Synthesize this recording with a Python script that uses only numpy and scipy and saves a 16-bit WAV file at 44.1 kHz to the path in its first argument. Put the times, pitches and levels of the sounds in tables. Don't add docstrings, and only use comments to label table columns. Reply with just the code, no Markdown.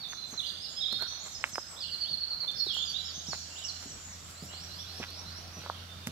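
import sys
import numpy as np
from scipy import signal
from scipy.fft import rfft, irfft
from scipy.io import wavfile
from scipy.ndimage import uniform_filter1d

SR = 44100
rng = np.random.default_rng(int(sys.argv[2]) if len(sys.argv) > 2 else 0)


def wrap_up_sound(samples):
    columns = np.atleast_2d(samples).T
    tamed = np.clip(columns, -1, 1)
    steps = np.round(tamed * 32767).astype(np.int16)
    wavfile.write(sys.argv[1], SR, steps)


N = 269607
TIME = np.arange(N) / SR


def amp(db):
    return 10 ** (np.asarray(db) / 20)


def unit(x):
    return x / np.sqrt(np.mean(x ** 2) + 1e-20)


def read(points, hz):
    f, value = np.transpose(points)
    return np.interp(np.log(hz + 1), np.log(f + 1), value)


def sides(db):
    pair = np.array([amp(db / 2), amp(-db / 2)]).reshape(2, -1)
    return pair / np.sqrt(np.mean(pair ** 2, axis=0))


def add(mix, s, sound):
    part = mix[..., max(round(s * SR), 0):][..., :sound.shape[-1]]
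    part += sound[..., :part.shape[-1]]


def colour(x, gain):
    return irfft(rfft(x) * gain(np.fft.rfftfreq(x.shape[-1], 1 / SR)), x.shape[-1])


def wander(hz):
    return unit(colour(rng.standard_normal(N), lambda f: 1 / (1 + (f / hz) ** 4)))


def band(x, hz, q):
    return signal.lfilter(*signal.iirpeak(min(hz, SR / 3), max(q, .4), SR), x)


def from_right(pair, lag_s):
    return colour(pair, lambda f: np.exp(-2j * np.pi * f * np.array([[lag_s], [0]])))


# frequency in Hz, relative spectral level in dB.
HUSH_SPECTRUM = [(20, -35), (32, 6.5), (55, 0.5), (110, 1.5), (170, 1), (300, -5.5), (450, -8.5),
                 (700, -3.5), (900, -7.5), (1350, -2), (2000, -9), (5000, -6.5), (9000, -22), (12500, -19),
                 (15500, -27.5)]
# time in seconds, level in dB.
HUSH_SWELL = [(0, -52), (2, -51.5), (4, -51), (5.2, -48.5), (6.1, -49.5)]
# frequency in Hz, likeness of the two channels from 0 to 1.
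HUSH_LIKENESS = [(30, 0.51), (100, 0.61), (500, 0.87), (1200, 0), (2500, 0.33), (5000, 0), (12000, 0.06)]
# frequency in Hz, left over right in dB.
HUSH_PAN = [(100, -2), (1000, 0), (3000, -4), (8000, -3.5), (14000, -1)]
def hush(patch_db=1.76):
    hz = np.fft.rfftfreq(1024, 1 / SR)
    a, b, c, d, patches = rng.standard_normal((N // 256 + 5, len(hz), 5)).T
    patches = unit(uniform_filter1d(uniform_filter1d(patches, size=12, axis=0), size=16, axis=1))
    likeness = read(HUSH_LIKENESS, hz)[:, None]
    left = a + 1j * b
    right = likeness * left + np.sqrt(1 - likeness ** 2) * (c + 1j * d)
    gain = amp(read(HUSH_SPECTRUM, hz)[:, None] + patch_db * patches)
    spectra = np.array([left, right]) * gain * sides(read(HUSH_PAN, hz))[:, :, None]
    air = signal.istft(spectra, nperseg=1024, noverlap=768)[1][:, :N]
    return unit(air) * amp(np.interp(TIME, *np.transpose(HUSH_SWELL)))


# time in seconds, relative level in dB.
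ENGINE_LEVEL = [(0, -81), (.45, -65), (2.1, -64), (2.6, -71), (2.85, -58), (3.4, -56.5), (4.2, -57),
                (4.7, -53), (6.1, -51.5)]
# time in seconds, pitch in Hz.
ENGINE_PITCH = [(0, 86.5), (1.8, 83.04), (3.2, 82.64), (4.2, 85.3), (6.1, 87.36)]
def engine_hum(gain_db=1.0, octave_db=-14, waver_db=1, waver_hz=0.41):
    turns = np.cumsum(np.interp(TIME, *np.transpose(ENGINE_PITCH)) + waver_hz * wander(2.7)) / SR
    tone = np.sin(2 * np.pi * turns) + amp(octave_db + 2 * wander(4.8)) * np.sin(4 * np.pi * turns)
    db = np.interp(TIME, *np.transpose(ENGINE_LEVEL)) + gain_db + waver_db * wander(8.1)
    return np.sqrt(2) * tone * amp(db)


def far_call(start_s=0.98, length_s=0.11, level_db=-45, hz=1470, q=7, fade_db=-10, pan_db=-3):
    rasp = unit(band(band(rng.standard_normal(SR // 2), hz, q), hz, q)[:int(length_s * SR)])
    fade = amp(level_db + fade_db * np.linspace(0, 1, len(rasp)))
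    out = np.zeros(N)
    add(out, start_s, fade * rasp * signal.windows.tukey(len(rasp), .5))
    return out * sides(pan_db)


# frequency in Hz, relative spectral level in dB.
GRIT_SPECTRUM = [(2000, -6), (5000, 7), (9000, 3.5), (12500, 5), (14200, -5), (15500, -7)]
# start in seconds, length in seconds, relative level in dB.
SOLE_ROLLS = [(.05, 0.11, -60), (0.255, 0.11, -56), (0.378, 0.19, -59), (.86, 0.31, -60), (1.207, .17, -60),
              (1.44, 0.095, -52), (1.518, 0.1, -58), (1.67, 0.14, -61), (1.855, 0.27, -61),
              (2.056, 0.18, -62), (2.264, 0.12, -69), (2.382, 0.12, -64), (2.608, 0.11, -55),
              (2.715, 0.092, -56.5), (2.879, .07, -57), (2.94, .15, -66), (3.24, 0.22, -59.5),
              (3.46, 0.26, -73), (3.784, .11, -58), (3.87, 0.26, -68), (4.243, 0.12, -55.5),
              (4.39, 0.11, -53), (4.59, .08, -69), (4.872, 0.23, -58), (5.55, 0.15, -65), (5.808, .3, -72)]
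def litter(ticks_per_s=2500, spread_db=-2.0, tick_s=0.00044, gain_db=-1, idle_db=-72):
    weight = np.full(N, amp(idle_db))
    for s, length, db in SOLE_ROLLS:
        add(weight, s, amp(db) * signal.windows.hann(int(length * SR)))
    strengths = amp(spread_db * np.minimum(rng.exponential(1, N), 4))
    ticks = strengths * (rng.random(N) < ticks_per_s / SR)
    decays = signal.lfilter([1], [1, -np.exp(-1 / (tick_s * SR))], ticks)
    crackle = decays * rng.standard_normal((2, N))
    return amp(gain_db) * weight * unit(colour(crackle, lambda f: amp(read(GRIT_SPECTRUM, f))))


# time in seconds, relative level in dB.
STONE_TICKS = [(0.396, -48), (0.9287, -38), (1.024, -37.5), (1.4413, -48), (1.557, -49), (2.5173, -45),
               (2.745, -43), (3.333, -51), (3.594, -46), (4.16, -53), (4.64, -52), (4.927, -51),
               (5.105, -45), (5.48, -52), (6.0722, -30.5)]
def pebbles(t60=0.0063, lead_s=.005, scatter_db=-17, scatter_t60=0.12, grains_per_s=700, pan_db=-3):
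    out, t = np.zeros((2, N)), np.arange(SR // 10) / SR - lead_s
    for s, db in STONE_TICKS:
        grains = unit(rng.standard_normal((2, len(t))) * (rng.random(len(t)) < grains_per_s / SR))
        tick = rng.standard_normal((2, len(t))) * amp(-60 * abs(t) / t60)
        scatter = grains * amp(scatter_db - 60 * abs(t) / scatter_t60)
        add(out, s - lead_s, amp(db) * (tick + scatter))
    return colour(out, lambda f: amp(read(GRIT_SPECTRUM, f))) * sides(pan_db)


# start in seconds, length in seconds, relative level in dB, band centre in Hz.
SOLE_SLIPS = [(0.295, 0.11, -54.5, 946), (0.893, 0.073, -55, 700), (1.001, 0.049, -42, 780),
              (1.101, 0.055, -54, 887), (1.227, 0.079, -52, 900), (1.449, 0.05, -47.5, 1630),
              (2.416, 0.052, -50, 800), (3.314, 0.053, -43.5, 1400), (3.8, 0.063, -54, 1030),
              (4.489, 0.088, -52.5, 755), (4.991, 0.063, -49, 1720), (5.016, 0.043, -33, 2760),
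              (5.584, 0.14, -52, 840)]
def scuffs(grains_per_s=1500, spread_db=2.5, q=0.4, dull_hz=3300, pan_db=-4):
    out, size = np.zeros(N), SR // 4
    for s, length, db, hz in SOLE_SLIPS:
        grains = rng.standard_normal(size) * amp(spread_db * rng.exponential(1, size))
        grains *= rng.random(size) < grains_per_s / SR
        swell = signal.windows.hann(int(length * SR))
        scrape = unit(band(band(grains, hz, q), hz, q)[:len(swell)])
        add(out, s, amp(db) * swell * scrape)
    return colour(out, lambda f: 1 / np.sqrt(1 + (f / dull_hz) ** 8)) * sides(pan_db)


# time in seconds, click level in dB, lower and upper band edge in Hz.
TWIGS = [(0.1255, -32, 1400, 3000), (0.1337, -28.5, 1520, 1820), (0.341, -35, 600, 1580),
         (0.9286, -34.5, 350, 1690), (1.024, -29.5, 340, 1290), (1.03, -34, 594, 2000),
         (1.4411, -9, 1250, 2780), (1.557, -22, 1090, 2460), (1.5821, -17.5, 450, 1490),
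         (2.768, -33, 550, 1590), (3.3331, -22, 493, 1690), (5.663, -27, 600, 1400),
         (5.6998, -18, 760, 1310), (6.0724, -22, 1100, 3120)]
def twig_snaps(bounce_s=0.0055, bounce_db=-19, rattle_db=-25, rattle_t60=0.06, pan_db=-4.5):
    out, t = np.zeros(N), np.arange(SR // 10) / SR
    for s, db, low_hz, high_hz in TWIGS:
        twig = np.vstack([signal.butter(2, low_hz, "high", fs=SR, output="sos"),
                          signal.butter(7, high_hz, fs=SR, output="sos")])
        click = signal.sosfilt(twig, signal.unit_impulse(len(t)))
        click /= abs(click).max()
        rattle = unit(signal.sosfilt(twig, rng.standard_normal(len(t))))
        rattle *= amp(rattle_db - 60 * t / rattle_t60)
        start = s - np.argmax(abs(click)) / SR
        add(out, start, amp(db) * (click + rattle))
        add(out, start + bounce_s, amp(db + bounce_db) * click)
    return out * sides(pan_db)


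# start in seconds, relative level in dB,
# opening pitch in Hz, seconds to fall by 60 dB.
FOOTFALLS = [(0.327, -42.5, 272, 0.14), (0.924, -42, 265, 0.18), (1.53, -41.5, 166, 0.083),
             (2.109, -39, 190, 0.12), (2.666, -31.5, 426, 0.025), (3.177, -41.5, 235, 0.053),
             (3.284, -38, 213.5, 0.16), (3.857, -43.5, 270.6, 0.2), (4.424, -39, 213, 0.25),
             (5, -27, 288, 0.062), (5.566, -40.5, 241, 0.21), (6.07, -27, 237, 0.092)]
def steps(sag=0.447, sag_s=0.014, rise_s=0.00011, knock_db=-3,
          earth_db=-6, earth_ratio=0.79, earth_q=0.79, pan_db=-4):
    out, t = np.zeros(N), np.arange(SR // 4) / SR
    for s, db, hz, t60 in FOOTFALLS:
        turns = np.cumsum(hz * (1 - sag + sag * np.exp(-t / sag_s))) / SR
        earth_hz = hz * earth_ratio
        earth = unit(band(band(rng.standard_normal(len(t)), earth_hz, earth_q), earth_hz, earth_q))
        thud = amp(knock_db) * np.sin(2 * np.pi * turns) + amp(earth_db) * earth
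        add(out, s, thud * amp(db - 60 * t / t60) * (1 - np.exp(-t / rise_s)))
    return out * sides(pan_db)


# frequency in Hz, seconds to fall by 60 dB.
TRUNK_DECAY = [(2500, 1.76), (4200, 1.4), (5500, 2.06), (8000, 1.4)]
def trunks(x, build_s=0.0017, first_per_s=260, thicken_s=.07, early_db=6, early_s=.045):
    size = 2 * SR
    per_s = np.minimum(first_per_s * (1 + np.arange(size) / SR / thicken_s) ** 2, 2500)
    polarity = np.sign(rng.standard_normal((2, size)))
    taps = polarity * (rng.random((2, size)) < per_s / SR) / np.sqrt(per_s)
    hz, t, spectra = signal.stft(taps, SR, nperseg=256)
    t60 = read(TRUNK_DECAY, hz)[:, None]
    near_db = early_db * np.exp(-t / early_s)
    shape = amp(near_db - 60 * t / t60) * (1 - np.exp(-t / build_s)) / np.sqrt(t60)
    tail = signal.istft(spectra * shape, SR, nperseg=256)[1]
    tail /= np.linalg.norm(tail, axis=1, keepdims=True)
    return signal.fftconvolve(x[None], tail, axes=1)[:, :N]


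# frequency in Hz, left over right in dB.
ECHO_PAN = [(2500, -2), (3400, -15.5), (4300, -10), (5200, -7), (6200, -6), (7000, -4), (8000, 0.5)]
def passing_trunks(x, change_s=0.5763, count=3):
    turn = np.pi * (TIME / change_s + np.arange(count)[:, None] / count)
    echoes = sum(trunks(x * share) for share in np.sqrt(2 / count) * np.cos(turn))
    return colour(echoes, lambda f: sides(read(ECHO_PAN, f)))


# start in seconds, length in seconds, relative level in dB.
HELD_NOTES = [(3.45, 0.12, -54), (3.55, 0.13, -47), (3.841, 0.14, -48), (4.072, .1, -57)]
def thin_whistle(hz=7711, waver_hz=16, flutter_db=3, pan_db=3, gain_db=-7):
    strength = np.zeros(N)
    for s, length, db in HELD_NOTES:
        add(strength, s, amp(db) * signal.windows.hann(int(length * SR)))
    turns = np.cumsum(hz + waver_hz * wander(60)) / SR
    tone = np.sqrt(2) * np.sin(2 * np.pi * turns) * strength * amp(flutter_db * wander(40))
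    return amp(gain_db) * (tone + trunks(tone)) * sides(pan_db)


def glide(from_hz, to_hz, ease=1.172):
    return to_hz + (from_hz - to_hz) * np.array([1, 2 / 3, 1 / 3, 0]) ** ease


GLIDE_ACCENTS = [-1.5, 0.7]
# start and end in seconds, lowest and highest pitch in Hz, relative level in dB.
TWITTER_BOUTS = [(0.384, .68, 7600, 9260, -62.5), (1.412, 1.52, 7240, 8150, -50.5),
                 (3.201, 4.16, 7280, 7920, -58.5), (4.16, 4.52, 6760, 8040, -52.5),
                 (4.498, 5.3, 2997, 4720, -55.5), (4.661, 4.78, 11100, 12400, -62),
                 (5.569, 5.78, 2704, 4870, -50)]
def twitter(per_s=70, length_s=0.01785, pan_db=-10, echo_db=20):
    notes = []
    for start, end, low, high, db in TWITTER_BOUTS:
        levels = np.add(db, GLIDE_ACCENTS)
        for s, (late, first, last) in zip(np.arange(start, end, 1 / per_s), rng.random((64, 3))):
            pitches = glide(low + first * (high - low), low + last * (high - low))
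            notes.append((s + late / per_s, length_s, pitches, levels, pan_db, echo_db))
    return notes


SLUR_ACCENTS = [-5, 1, 1, -1, -0.5, 2, -1]
# start in seconds, relative level in dB, first pitch in Hz.
RISING_SLURS = [(4.345, -52.5, 3740), (4.51, -45.5, 3787), (4.685, -45.5, 3760), (4.86, -45, 3606),
                (5.06, -46.5, 3324), (5.25, -47.5, 3550)]
def slurs(length_s=.14, rise_hz=(4143, 4456, 4985, 5480, 5670), pan_db=-4, echo_db=4,
          flick_at_s=.126, flick_s=0.019, flick_hz=(6700, 6100, 5800), flick_accents_db=(-8, 1)):
    rises = [(s, length_s, [hz, *rise_hz], np.add(db, SLUR_ACCENTS), pan_db, echo_db)
             for s, db, hz in RISING_SLURS]
    flicks = [(s + flick_at_s, flick_s, flick_hz, np.add(db, flick_accents_db), pan_db, echo_db)
              for s, db, _ in RISING_SLURS]
    return rises + flicks


DROOP_ACCENTS = [-1.5, -3, 1.5, -3.5, 5.5]
# start in seconds, relative level in dB.
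DROOPING_NOTES = [(2.725, -45.5), (2.98, -50.5), (3.24, -47), (3.5, -47), (3.746, -47), (3.961, -49)]
def droops(length_s=.18, pitches_hz=(7280, 7010, 6990, 6690, 5280), pan_db=3, echo_db=2):
    return [(s, length_s, pitches_hz, np.add(db, DROOP_ACCENTS), pan_db, echo_db)
            for s, db in DROOPING_NOTES]


# start in seconds, first and last pitch in Hz, relative level in dB.
TRILL_NOTES = [(1.804, 5070, 4140, -34), (1.912, 4720, 4154, -33.5), (2.006, 4627, 4255, -30),
               (2.105, 4620, 4190, -30.5), (2.203, 4564, 4140, -31), (2.302, 4570, 4145, -31),
               (2.402, 4580, 4120, -32.5)]
def trill(length_s=.041, accents_db=(-0.5, 1.5, 1.8), pan_db=-7, echo_db=1.5):
    return [(s, length_s, glide(first, last), np.add(db, accents_db), pan_db, echo_db)
            for s, first, last, db in TRILL_NOTES]


# start and length in seconds, first, middle and last pitch in Hz,
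# relative level in dB, echo weight in dB.
SONG_GLIDES = [(0.0, 0.023, 4570, 4396, 4230, -35.5, 8), (0.03, 0.029, 4060, 3670, 3470, -36.5, 6),
               (.083, 0.053, 5880, 6440, 5280, -44, 4), (0.151, 0.096, 3985, 4144, 4040, -39.5, 5),
               (0.304, 0.043, 6000, 6480, 5180, -42.5, 4), (0.26, 0.026, 7060, 7400, 7450, -48.5, 7),
               (0.375, 0.033, 4170, 3884, 3300, -29, -1.5), (0.409, 0.034, 3190, 2930, 2830, -40.5, 18),
               (0.443, 0.034, 3000, 3770, 4600, -35.5, 2), (0.458, 0.043, 4770, 4740, 4600, -36, 7),
               (0.483, 0.026, 4310, 3830, 3240, -38, -12), (.605, 0.034, 4830, 5180, 5230, -36, 11),
               (0.639, .032, 5020, 4370, 3880, -36.5, 4), (.692, 0.043, 6460, 6930, 7180, -45.5, 4),
               (0.761, 0.045, 5160, 5180, 5250, -36, 4), (.762, 0.061, 3180, 3476, 3840, -38.5, 8),
               (.803, 0.02, 3580, 3784, 3800, -26, 7.5), (0.819, 0.034, 3753, 3450, 3280, -31, 1),
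               (0.851, .05, 3470, 3660, 4010, -36, 9), (0.893, 0.061, 3840, 4247, 4400, -32.5, 3.5),
               (.925, 0.061, 3630, 3680, 3720, -36, -7), (1.004, 0.04, 4156, 4270, 4580, -32.5, 1.5),
               (1.065, 0.036, 5430, 5950, 6130, -37.5, 13), (1.19, 0.087, 6480, 7050, 7480, -44, 7),
               (1.32, 0.029, 6750, 6080, 5250, -40, 5), (1.347, .024, 5220, 5140, 5170, -33, -1),
               (1.518, 0.032, 6700, 6000, 5250, -40, 2), (1.54, 0.023, 5210, 5150, 5200, -34, 0),
               (1.678, 0.052, 7980, 7700, 7300, -47, 8), (1.763, 0.034, 3360, 3750, 4250, -42, 3),
               (1.801, 0.05, 3660, 3285, 2700, -40.5, 5), (1.865, .02, 2800, 3430, 4100, -50, 3),
               (1.875, 0.031, 3870, 3100, 2850, -42.5, -2), (2.039, 0.055, 2820, 3300, 3830, -40.5, -2),
               (2.476, 0.033, 3500, 3627, 3280, -29, -6.5), (2.539, 0.053, 5390, 5405, 5470, -37.5, 20),
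               (2.554, 0.058, 5190, 4700, 4460, -35, 10), (2.567, 0.051, 15100, 13300, 12700, -56, 1),
               (2.596, 0.046, 4287, 4256, 4310, -26.5, -4), (2.657, 0.057, 4360, 3600, 3260, -30, 3.5),
               (2.698, 0.052, 3360, 3015, 2795, -37.5, 5), (2.762, 0.051, 2937, 3334, 3460, -32.5, 1),
               (2.82, 0.027, 3490, 3510, 3550, -30.5, -5.5), (2.853, 0.069, 4970, 4660, 4530, -36.5, -4),
               (2.942, 0.058, 3586, 3850, 4020, -32.5, -1.5), (3.032, 0.039, 4770, 5310, 5470, -37.5, 5),
               (3.087, 0.03, 5080, 4540, 4430, -38.5, 0), (3.14, 0.066, 6100, 6310, 6340, -40, 0),
               (3.499, 0.027, 2910, 2750, 2770, -50, 7), (3.551, 0.04, 2510, 3300, 4010, -42.5, 6),
               (3.614, 0.043, 3025, 2996, 2890, -43, -4), (4.481, 0.052, 2700, 3110, 3640, -45.5, 15),
               (4.784, 0.034, 3300, 3450, 3670, -44, 1), (5.529, 0.072, 6100, 5880, 5770, -47, -2),
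               (5.616, .05, 4540, 4530, 4530, -52, 25), (5.89, .055, 3590, 3590, 3610, -48.5, -1),
               (6.023, 0.04, 3600, 3620, 3550, -50, -2)]
# mean pitch in Hz, left over right in dB.
SONG_PAN = [(2600, -15), (3600, -17), (4300, -14), (5200, -8), (6200, -5), (7500, -6)]
HOOK_ACCENTS = [-1, -1.5, -4, 1.5, 2]
# start and length in seconds, pitch in Hz that hook_shape scales,
# relative level in dB, echo weight in dB.
SONG_HOOKS = [(3.266, .071, 6030, -35, 2), (3.637, .071, 5980, -36, -0.5)]
def song(hook_shape=(.8, 0.94, 0.97, 0.9, .8, .72, 0.685), hook_pan_db=-9):
    glides = [(s, length, pitches, np.add(db, GLIDE_ACCENTS), read(SONG_PAN, np.mean(pitches)), echo)
              for s, length, *pitches, db, echo in SONG_GLIDES]
    hooks = [(s, length, hz * np.array(hook_shape), np.add(db, HOOK_ACCENTS), hook_pan_db, echo)
             for s, length, hz, db, echo in SONG_HOOKS]
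    return glides + hooks


# pitch in Hz, tremble depth in Hz.
VOICE_TREMBLE = [(3000, 49), (4300, 40.7), (5500, 69), (7000, 124), (8000, 160)]
def whistle(length, pitches, levels, tremble_s=.0022, edge_s=0.0038, octave_db=-42, db_per_octave=-0.5):
    along = np.linspace(0, 1, int(length * SR))
    hz = np.polyval(np.polyfit(np.linspace(0, 1, len(pitches)), pitches, len(pitches) - 1), along)
    db = np.interp(along, np.linspace(0, 1, len(levels)), levels)
    db += db_per_octave * np.log2(hz / hz.mean())
    tremble = np.interp(along * length / tremble_s, np.arange(400), rng.standard_normal(400))
    phase = 2 * np.pi * np.cumsum(hz + read(VOICE_TREMBLE, hz) * tremble) / SR
    tone = np.sin(phase) + amp(octave_db) * np.sin(2 * phase)
    return np.sqrt(2) * tone * amp(db) * signal.windows.tukey(len(along), 2 * edge_s / length)


def birds(direct_gain_db=-0.05, echo_gain_db=0.38, flutter_db=2.0, flutter_hz=90):
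    direct, scattered = np.zeros((2, N)), np.zeros(N)
    for s, length, pitches, levels, pan_db, echo_db in song() + trill() + droops() + slurs() + twitter():
        tone = whistle(length, pitches, levels) / np.hypot(1, amp(echo_db))
        add(direct, s, sides(pan_db) * tone)
        add(scattered, s, amp(echo_db) * tone)
    flutter = unit(amp(flutter_db * wander(flutter_hz)))
    straight = amp(direct_gain_db) * from_right(direct * flutter, lag_s=.00004)
    return straight + amp(echo_gain_db) * passing_trunks(scattered * flutter)


def scene():
    feet = from_right(steps() + twig_snaps() + scuffs(), lag_s=0.0001)
    return hush() + engine_hum() + litter() + pebbles() + feet + far_call() + birds() + thin_whistle()


def record(dry, low_cut_hz=47, high_cut_hz=15800):
    thinned = signal.sosfilt(signal.butter(3, low_cut_hz, "high", fs=SR, output="sos"), dry)
    band_limit = signal.firwin(511, high_cut_hz, window=("kaiser", 9), fs=SR)
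    return signal.oaconvolve(thinned, band_limit[None], "same")


dry = scene()
out = record(dry)
wrap_up_sound(out)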